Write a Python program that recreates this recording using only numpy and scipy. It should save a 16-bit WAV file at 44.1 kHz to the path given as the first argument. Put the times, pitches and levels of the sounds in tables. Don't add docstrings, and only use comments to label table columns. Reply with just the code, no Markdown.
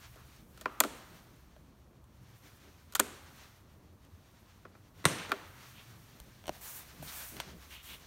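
import sys
import numpy as np
from scipy import signal
from scipy.fft import rfft, irfft
from scipy.io import wavfile
from scipy.ndimage import map_coordinates

SR = 44100
rng = np.random.default_rng(int(sys.argv[2]) if len(sys.argv) > 2 else 0)


def decibels_to_gain(level_db):
    exponent = np.asarray(level_db, float) / 20
    return 10 ** exponent


def bounce(signal):
    frames = np.transpose(np.atleast_2d(signal))
    limited = np.clip(frames, -1, 1)
    pcm = np.round(limited * 32767).astype(np.int16)
    wavfile.write(sys.argv[1], SR, pcm)


N = 355446

# time in seconds, centre in Hz, level in dB.
DRONE = [(0, 66, -64.5), (1.3, 64, -64), (2.5, 76, -64.5), (3.5, 85, -63.5), (4.1, 88, -59.5),
         (4.6, 96, -65.5), (5.0, 102, -61), (6.0, 78, -68.5), (6.6, 67.6, -64.5), (7.5, 71.4, -59.5),
         (8.06, 69, -62)]
DRONE_WAVER_DB = 1
HUM_HZ, HUM_DB, HUM_WAVER_DB = 119, -70, 4.5
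# frequency in Hz, relative spectrum level in dB.
FLOOR_SPECTRUM = [(18, -50), (30, -10), (46, -3), (86, -2.5), (134, -9), (153, -18.5), (303, -21.5),
                  (473, -29), (540, -21.5), (649, -20.5), (1130, -18), (1590, -27), (1720, -29.5),
                  (2830, -42.5), (3400, -47), (16000, -52.5)]
FLOOR_DB = -66
HANDLING_DB = -64.5
# start in seconds, length in seconds, level in dB at full swell.
GRIP_SHIFTS = [(6.136, 0.39, -71.5), (6.924, 0.19, -61.5), (7.313, 0.096, -56), (7.438, 0.17, -55),
               (7.883, 0.23, -70.5)]
# time in seconds, fine hiss level in dB.
SLEEVE_MOVES = [
    [(0.0, -64.5), (0.38, -70.5), (0.55, -71)],
    [(1.24, -68), (1.286, -74), (1.988, -79.5), (2.224, -75.5), (2.404, -70.5), (2.516, -68), (2.69, -71.5),
     (2.9, -73.5)],
    [(3.43, -67.5), (3.666, -76.5), (4.01, -78), (4.224, -74), (4.466, -75), (4.702, -77.5), (4.93, -76),
     (5.0, -69)],
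    [(5.5, -66), (5.706, -63.5), (5.84, -66), (6.23, -69.5), (6.43, -71)],
    [(6.88, -62.5), (7.0, -64)],
    [(7.46, -69), (7.66, -65)],
    [(8.0, -65.5), (8.06, -69)],
]
# frequency in Hz, relative spectrum level in dB.
SWISH_SPECTRUM = [(300, -15), (600, -3.5), (1500, 0), (3000, -3.5), (6000, -5.5), (9000, -16), (16000, -24)]
# frequency in Hz, relative spectrum level in dB.
HISS_SPECTRUM = [(2500, -33), (5000, -10.5), (8000, -3.5), (11500, -2), (15000, -1.5), (16500, -8)]
SWISH_OVER_HISS_DB = 5
SWISH_FOLLOWS = 0.96
# start in seconds, length in seconds,
# swish level in dB, fine hiss level in dB, both at full swell.
SEAT_STROKES = [(6.52, 0.1, -70, -64), (6.606, .24, -58.5, -48), (7.022, 0.37, -54.5, -48.5),
                (7.36, 0.18, -57.5, -83), (7.7, 0.1, -63.5, -67), (7.827, 0.16, -61.5, -57),
                (7.974, 0.39, -75, -87)]
STROKE_PEAKEDNESS = 0.87
STROKE_GRAB_S = 0.0066
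STROKE_HEAD_START = 0.084
# start in seconds, knock in dB, thud over knock in dB,
# hardness in dB gained per brighter family of modes, clatter decay in ms (limited to 8).
KNOB_CONTACTS = [(0.158, -58.5, 9, 3.5, 8.7), (0.5751, -47.5, -7, -0.5, 8), (0.6115, -44, -2, 4, 7.4),
                 (0.6572, -17.5, -11.5, -13.5, 4.4), (0.803, -21.5, -20, 8.5, 2.8),
                 (0.8045, -29.5, -6.5, 10.5, 3.7), (0.8062, -14, -10.5, -5, 2.9),
                 (0.837, -23, -9.5, -1.5, 4.4), (0.848, -35.5, 9, -1, 6.1), (2.9238, -47, -21, 3.5, 14),
                 (2.936, -49, -4, 3, 3), (2.9505, -34, -17, 7, 7), (2.953, -22.5, -26, 4, 6.5),
                 (2.9952, -18, -9.5, -1, 8.7), (2.9985, -23.5, -3.5, 8.5, 2.3), (3.004, -37.5, 12, -6, 1.8),
                 (4.652, -40, -3.5, -15, 13), (4.751, -49.5, -10, -13, 8.7), (5.2934, -37.5, -3.5, -2, 6),
                 (5.31, -35, -10, -16, 3.7), (5.318, -16.5, -18.5, -6, 4.2), (5.3205, -23, -7.5, -8, 6.4),
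                 (5.336, -42.5, 5, -8, 2.2)]
LATCH_CONTACTS = [(5.0424, -36, 1, -5, 8), (5.0535, -11.5, -10.5, 0.35, 4.2), (5.0552, -15, -6.5, -1, 6.3),
                  (5.06, -21, -24, -3, 9.9)]
SEAT_CONTACTS = [(0.363, -78, -5, 13.5, 1.5), (1.3638, -75.5, -3, 10, 1.9), (1.564, -59, 8, -2.5, 4.2),
                 (2.0418, -78, 5, 12, 3), (4.05, -67, 0, 7, 3), (6.201, -53.5, 3, 8.5, 3),
                 (6.44, -49, -3, -2, 3.8), (6.457, -45.5, -4, -1, 6.8), (6.4685, -52, 2.2, 7, 8.7),
                 (6.48, -36.5, 3.5, 1, 6.9), (6.493, -30.5, 6.5, -2.5, 2.6), (7.0264, -61, 23, 9.5, 4),
                 (7.3672, -41.5, -7, -1, 3.4), (7.4011, -29, -10, 1, 20)]
# frequency in Hz, level in dB within its family,
# t60 in seconds (limited by plastic loss).
PANEL_MODES = [(226.4, -0.5, 0.094), (296, -0.5, 0.091), (399, 2.5, 0.091), (500, 1, 0.066),
               (629, 8.5, 0.044), (790, -12.5, 0.016), (1020, -6, 0.037), (1150, -7.5, 0.026),
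               (1383, 5.5, 0.014), (1517, -5.5, 0.013), (1803, -3.5, 0.02), (2380, -6, 0.012),
               (2800, -5, 0.0052), (3290, -0.5, .012), (3897, -2.5, 0.0095), (4530, -0.5, .006),
               (5270, -0.5, 0.0045), (6410, -8, 0.0024), (7280, -2.5, .008), (8700, -5, 0.014),
               (9340, -3, 0.0044), (12470, -1.5, .005), (15000, -5.5, .004)]
CATCH_MODES = [(98, -1, 0.097), (150, 14.5, 0.05), (235, 12.5, 0.042), (334, 16, 0.035), (520, -1, 0.055),
               (654, 3.5, 0.045), (997, 7, 0.011), (1175, 8.5, 0.01), (1477, 8.5, 0.0099),
               (1990, 6.5, .025), (2710, 6, 0.011), (3750, 13, 0.0058), (5250, 11, 0.0028),
               (5500, -1, 0.0047), (6120, -5, .006), (7760, -0.5, .008), (8900, 8, .01), (9700, -5, .006),
               (10900, 0, .005), (14500, -29, .004)]
CUSHION_MODES = [(176, -12, 0.045), (304, -7.5, 0.022), (610, 10, 0.013), (975, -1, 0.019),
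                 (1500, 7, 0.007), (2150, -3, 0.036), (3040, 13, 0.0036), (4320, 1.5, 0.0065),
                 (5800, 5.5, 0.0045), (6940, 4, 0.002), (8560, 8, 0.018), (11600, 5, 0.0074),
                 (14900, 7, 0.0036)]
FAMILY_BORDERS_HZ = [700, 2600, 6000]
# frequency in Hz, t60 in seconds, level in dB.
ROOM_BANDS = [(100, 0.75, -2), (300, 0.67, -9), (704, 0.97, -12.5), (1400, 1.5, -17.5), (2520, 0.85, -11.5),
              (5060, 1.1, -15.5), (9000, 0.54, -16), (15000, .8, -16.5)]
TAIL_DIP_S, TAIL_DIP_DB, TAIL_DIP_SPREAD_S = .11, -0.5, 0.014
TAIL_DROP_S, TAIL_DROP_DB = .41, -2
# start in seconds,
# starting level in dB, resonance in Hz, width in Hz, t60 in seconds.
RASPING_PARTS = [(0.166, -57.5, 1290, 500, 0.35), (0.666, -54, 1240, 320, 1.4),
                 (5.06, -42.5, 8900, 1500, 0.48), (5.06, -46, 5860, 1300, 0.7)]
# start in seconds, level in dB before decay and build-up,
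# tone in Hz, t60 in seconds.
BODY_BUMPS = [(5.056, -39, 60, .11), (6.205, -31, 55.8, 0.075), (6.48, -38, 44.6, 0.13),
              (6.995, -39, 147, 0.13), (7.38, -43, 60, 0.14), (7.469, -42, 150, 0.12)]
# start in seconds, length in seconds,
# level in dB at full swell, centre in Hz, width in Hz.
SEAT_RUBS = [(5.13, 0.19, -48.5, 2300, 2600), (5.734, 0.11, -58, 2800, 2400), (6.66, .05, -55, 6500, 3000),
             (7.07, 0.039, -49.5, 4190, 3000), (7.695, 0.15, -55.5, 2900, 1310),
             (7.836, 0.17, -55.5, 2955, 2200)]
SQUEAK_S, SQUEAK_LENGTH_S, SQUEAK_DB = 7.15, .11, -58
SQUEAK_START_HZ, SQUEAK_SAG_HZ_PER_S = 1830, 2600
# frequency in Hz, width in Hz, gain in dB.
CASE_DIPS = [(4998, 520, -3.5), (7770, 600, -2.5), (10460, 620, -8.5)]
TOP_CUT_HZ = 16050


def rms_one(x):
    return x / np.sqrt(np.mean(x ** 2) + 1e-20)


def in_time(rows):
    time_s, *columns = np.transpose(rows)
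    return [np.interp(np.arange(N) / SR, time_s, column) for column in columns]


def at_hz(points, hz, column=1):
    points = np.array(points)
    return np.interp(np.log(hz + 1), np.log(points[:, 0]), points[:, column])


def drift(knots_per_s):
    knots = rng.standard_normal(400)
    return map_coordinates(knots, [np.arange(N) / SR * knots_per_s], order=3, mode="wrap")


def coloured(spectrum):
    hz = np.fft.rfftfreq(N, 1 / SR)
    white = rfft(rng.standard_normal(N))
    return rms_one(irfft(white * decibels_to_gain(at_hz(spectrum, hz)), N))


def wandering_band(hz, width_hz):
    pole = np.exp(-np.pi * width_hz / SR)
    real, imag = signal.lfilter([1], [1, -2 * pole, pole * pole], rng.standard_normal((2, N)))
    carrier = np.exp(2j * np.pi * np.cumsum(hz) / SR)
    return rms_one(np.real((real + 1j * imag) * carrier))


def stroke(start_s, length_s):
    since_s = np.arange(N) / SR - start_s
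    progress = np.clip(since_s / length_s, 0, 1)
    swell = np.sin(np.pi * (STROKE_HEAD_START + (1 - STROKE_HEAD_START) * progress))
    return np.clip(since_s / STROKE_GRAB_S, 0, 1) * np.abs(swell) ** STROKE_PEAKEDNESS


def background():
    drone_hz, drone_db = in_time(DRONE)
    drone = decibels_to_gain(drone_db + DRONE_WAVER_DB * drift(7.1)) * wandering_band(drone_hz, width_hz=28)
    hum = decibels_to_gain(HUM_DB + HUM_WAVER_DB * drift(3.1)) * wandering_band(np.full(N, HUM_HZ), width_hz=23)
    grip = decibels_to_gain(HANDLING_DB)
    for start_s, length_s, level_db in GRIP_SHIFTS:
        grip = grip + decibels_to_gain(level_db) * stroke(start_s, length_s)
    rub = coloured([(80, -39.5), (140, 3.5), (300, -3.5), (700, -14.5), (1400, -42)])
    handling = grip * decibels_to_gain(2.5 * drift(18)) * rub
    return drone + hum + handling + decibels_to_gain(FLOOR_DB) * coloured(FLOOR_SPECTRUM)


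def rustle():
    sleeve_db, = in_time(np.concatenate(SLEEVE_MOVES))
    mean_db = sleeve_db.mean()
    swish = decibels_to_gain(mean_db + SWISH_OVER_HISS_DB + SWISH_FOLLOWS * (sleeve_db - mean_db))
    hiss = decibels_to_gain(sleeve_db)
    for start_s, length_s, swish_db, hiss_db in SEAT_STROKES:
        envelope = stroke(start_s, length_s)
        swish = swish + decibels_to_gain(swish_db) * envelope
        hiss = hiss + decibels_to_gain(hiss_db) * envelope
    dull = swish * decibels_to_gain(2.0 * drift(22)) * coloured(SWISH_SPECTRUM)
    bright = hiss * decibels_to_gain(1.3 * drift(30)) * coloured(HISS_SPECTRUM)
    return dull + bright


def clicks(contacts, modes, snap_db, low_cut_hz):
    out, t = np.zeros(N + 8192), np.arange(6000) / SR
    hz, mode_db, t60_s = np.transpose(modes)
    longest_s = .085 * (500 / hz) ** 1.3
    t60_s = np.clip(t60_s, .001, longest_s)
    rings = np.sin(2 * np.pi * hz[:, None] * t) * decibels_to_gain(-60 * t / t60_s[:, None])
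    rings *= 1 - np.exp(-(t * hz[:, None] / 0.7) ** 2)
    rings *= decibels_to_gain(mode_db)[:, None]
    family = np.searchsorted(FAMILY_BORDERS_HZ, hz)
    for start_s, knock_db, weight_db, hardness_db, clatter_ms in contacts:
        impacts = rng.standard_normal((len(hz), 800)) * (rng.random(800) < .12)
        impacts[:, 0] = 5 * (-1) ** np.arange(len(hz))
        impacts *= np.exp(-1000 * t[:800] / np.clip(clatter_ms, .1, 8))
        sounds = signal.fftconvolve(rings, impacts, axes=1)
        start = round(start_s * SR)
        for k, over_db in enumerate([weight_db, 0, hardness_db + snap_db, 2 * hardness_db]):
            sound = sounds[family == k].sum(axis=0)
            out[start:start + len(sound)] += decibels_to_gain(knock_db + over_db) * sound / np.abs(sound).max()
    return signal.sosfilt(signal.butter(4, low_cut_hz, "high", fs=SR, output="sos"), out[:N])


def garage(x):
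    step, out = 32, 0
    t = np.arange(0, 1.5, step / SR)
    dip_db = TAIL_DIP_DB * np.exp(-((t - TAIL_DIP_S) / TAIL_DIP_SPREAD_S) ** 2)
    shape_db = dip_db + TAIL_DROP_DB * (t > TAIL_DROP_S)
    build_up = 1 - np.exp(-(t / 0.0034) ** 2)
    edges_hz = 70 * 2 ** np.arange(0, 8.1, .5)
    white = rng.standard_normal((2, N))
    for k, (low_hz, high_hz) in enumerate(zip(edges_hz, edges_hz[1:])):
        band = signal.butter(2, [low_hz, high_hz], "band", fs=SR, output="sos")
        click, noise = signal.sosfilt(band, [x + 1e-18, white[k % 2]])
        hz = np.sqrt(low_hz * high_hz)
        t60_s = at_hz(ROOM_BANDS, hz)
        level_db = at_hz(ROOM_BANDS, hz, column=2) + shape_db - 60 * t / t60_s
        decay = (build_up * decibels_to_gain(level_db)) ** 2 * np.log(1e6) / (t60_s * SR)
        energy = np.add.reduceat(click ** 2, np.arange(0, N, step))
        power = np.abs(signal.fftconvolve(energy, decay)[:len(energy)])
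        envelope = np.interp(np.arange(N) / step, np.arange(len(power)), np.sqrt(power))
        out = out + rms_one(noise) * envelope
    return out


def rasps():
    out, t = np.zeros(N), np.arange(N) / SR
    for start_s, level_db, hz, width_hz, t60_s in RASPING_PARTS:
        slips = rng.standard_normal(N) * (rng.random(N) < .15) * decibels_to_gain(1.3 * drift(40))
        b, a = signal.iirpeak(hz, hz / width_hz, fs=SR)
        buzz = rms_one(signal.lfilter(b, a, signal.lfilter(b, a, slips)))
        since_s = np.maximum(t - start_s, 0)
        out += buzz * (t > start_s) * decibels_to_gain(level_db - 60 * since_s / t60_s)
    return out


def bumps():
    out, t = np.zeros(N), np.arange(N) / SR
    for start_s, level_db, hz, t60_s in BODY_BUMPS:
        since_s = np.maximum(t - start_s, 0)
        tone = np.sin(2 * np.pi * hz * since_s) * (1 - np.exp(-since_s * hz))
        out += tone * decibels_to_gain(level_db - 60 * since_s / t60_s)
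    return out


def rubs():
    out = np.zeros(N)
    for start_s, length_s, level_db, hz, width_hz in SEAT_RUBS:
        out += decibels_to_gain(level_db) * stroke(start_s, length_s) * wandering_band(np.full(N, hz), width_hz)
    return decibels_to_gain(3.5 * drift(48)) * out


def squeak():
    since_s = np.clip(np.arange(N) / SR - SQUEAK_S, 0, SQUEAK_LENGTH_S)
    hz = SQUEAK_START_HZ - SQUEAK_SAG_HZ_PER_S * since_s
    tone = wandering_band(hz, width_hz=200) + decibels_to_gain(-4) * wandering_band(2 * hz, width_hz=260)
    return decibels_to_gain(SQUEAK_DB + 4 * drift(45)) * stroke(SQUEAK_S, SQUEAK_LENGTH_S) * tone


def scene():
    knob = clicks(KNOB_CONTACTS, PANEL_MODES, snap_db=-0.5, low_cut_hz=140)
    latch = clicks(LATCH_CONTACTS, CATCH_MODES, snap_db=-1.0, low_cut_hz=29)
    seat = clicks(SEAT_CONTACTS, CUSHION_MODES, snap_db=5, low_cut_hz=56)
    shaded_knob = signal.lfilter(*signal.butter(1, 7000, fs=SR), knob)
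    boxed_latch = signal.sosfilt(signal.butter(4, [200, 10000], "band", fs=SR, output="sos"), latch)
    room = garage(shaded_knob + decibels_to_gain(5.5) * boxed_latch + decibels_to_gain(-8) * seat)
    mix = background() + rustle() + knob + latch + seat + room + rasps() + bumps() + rubs() + squeak()
    return np.tile(mix, (2, 1))


def top_cut(x):
    return signal.sosfilt(signal.butter(12, 17130, fs=SR, output="sos"), x)


def record(dry):
    x = dry
    for hz, width_hz, dip_db in CASE_DIPS:
        b, a = signal.iirpeak(hz, hz / width_hz, fs=SR)
        x = x + (decibels_to_gain(dip_db) - 1) * signal.lfilter(b, a, x)
    x = signal.sosfilt(signal.cheby2(16, 35, TOP_CUT_HZ, fs=SR, output="sos"), x)
    return top_cut(x)


dry = scene()
out = record(dry)
bounce(out)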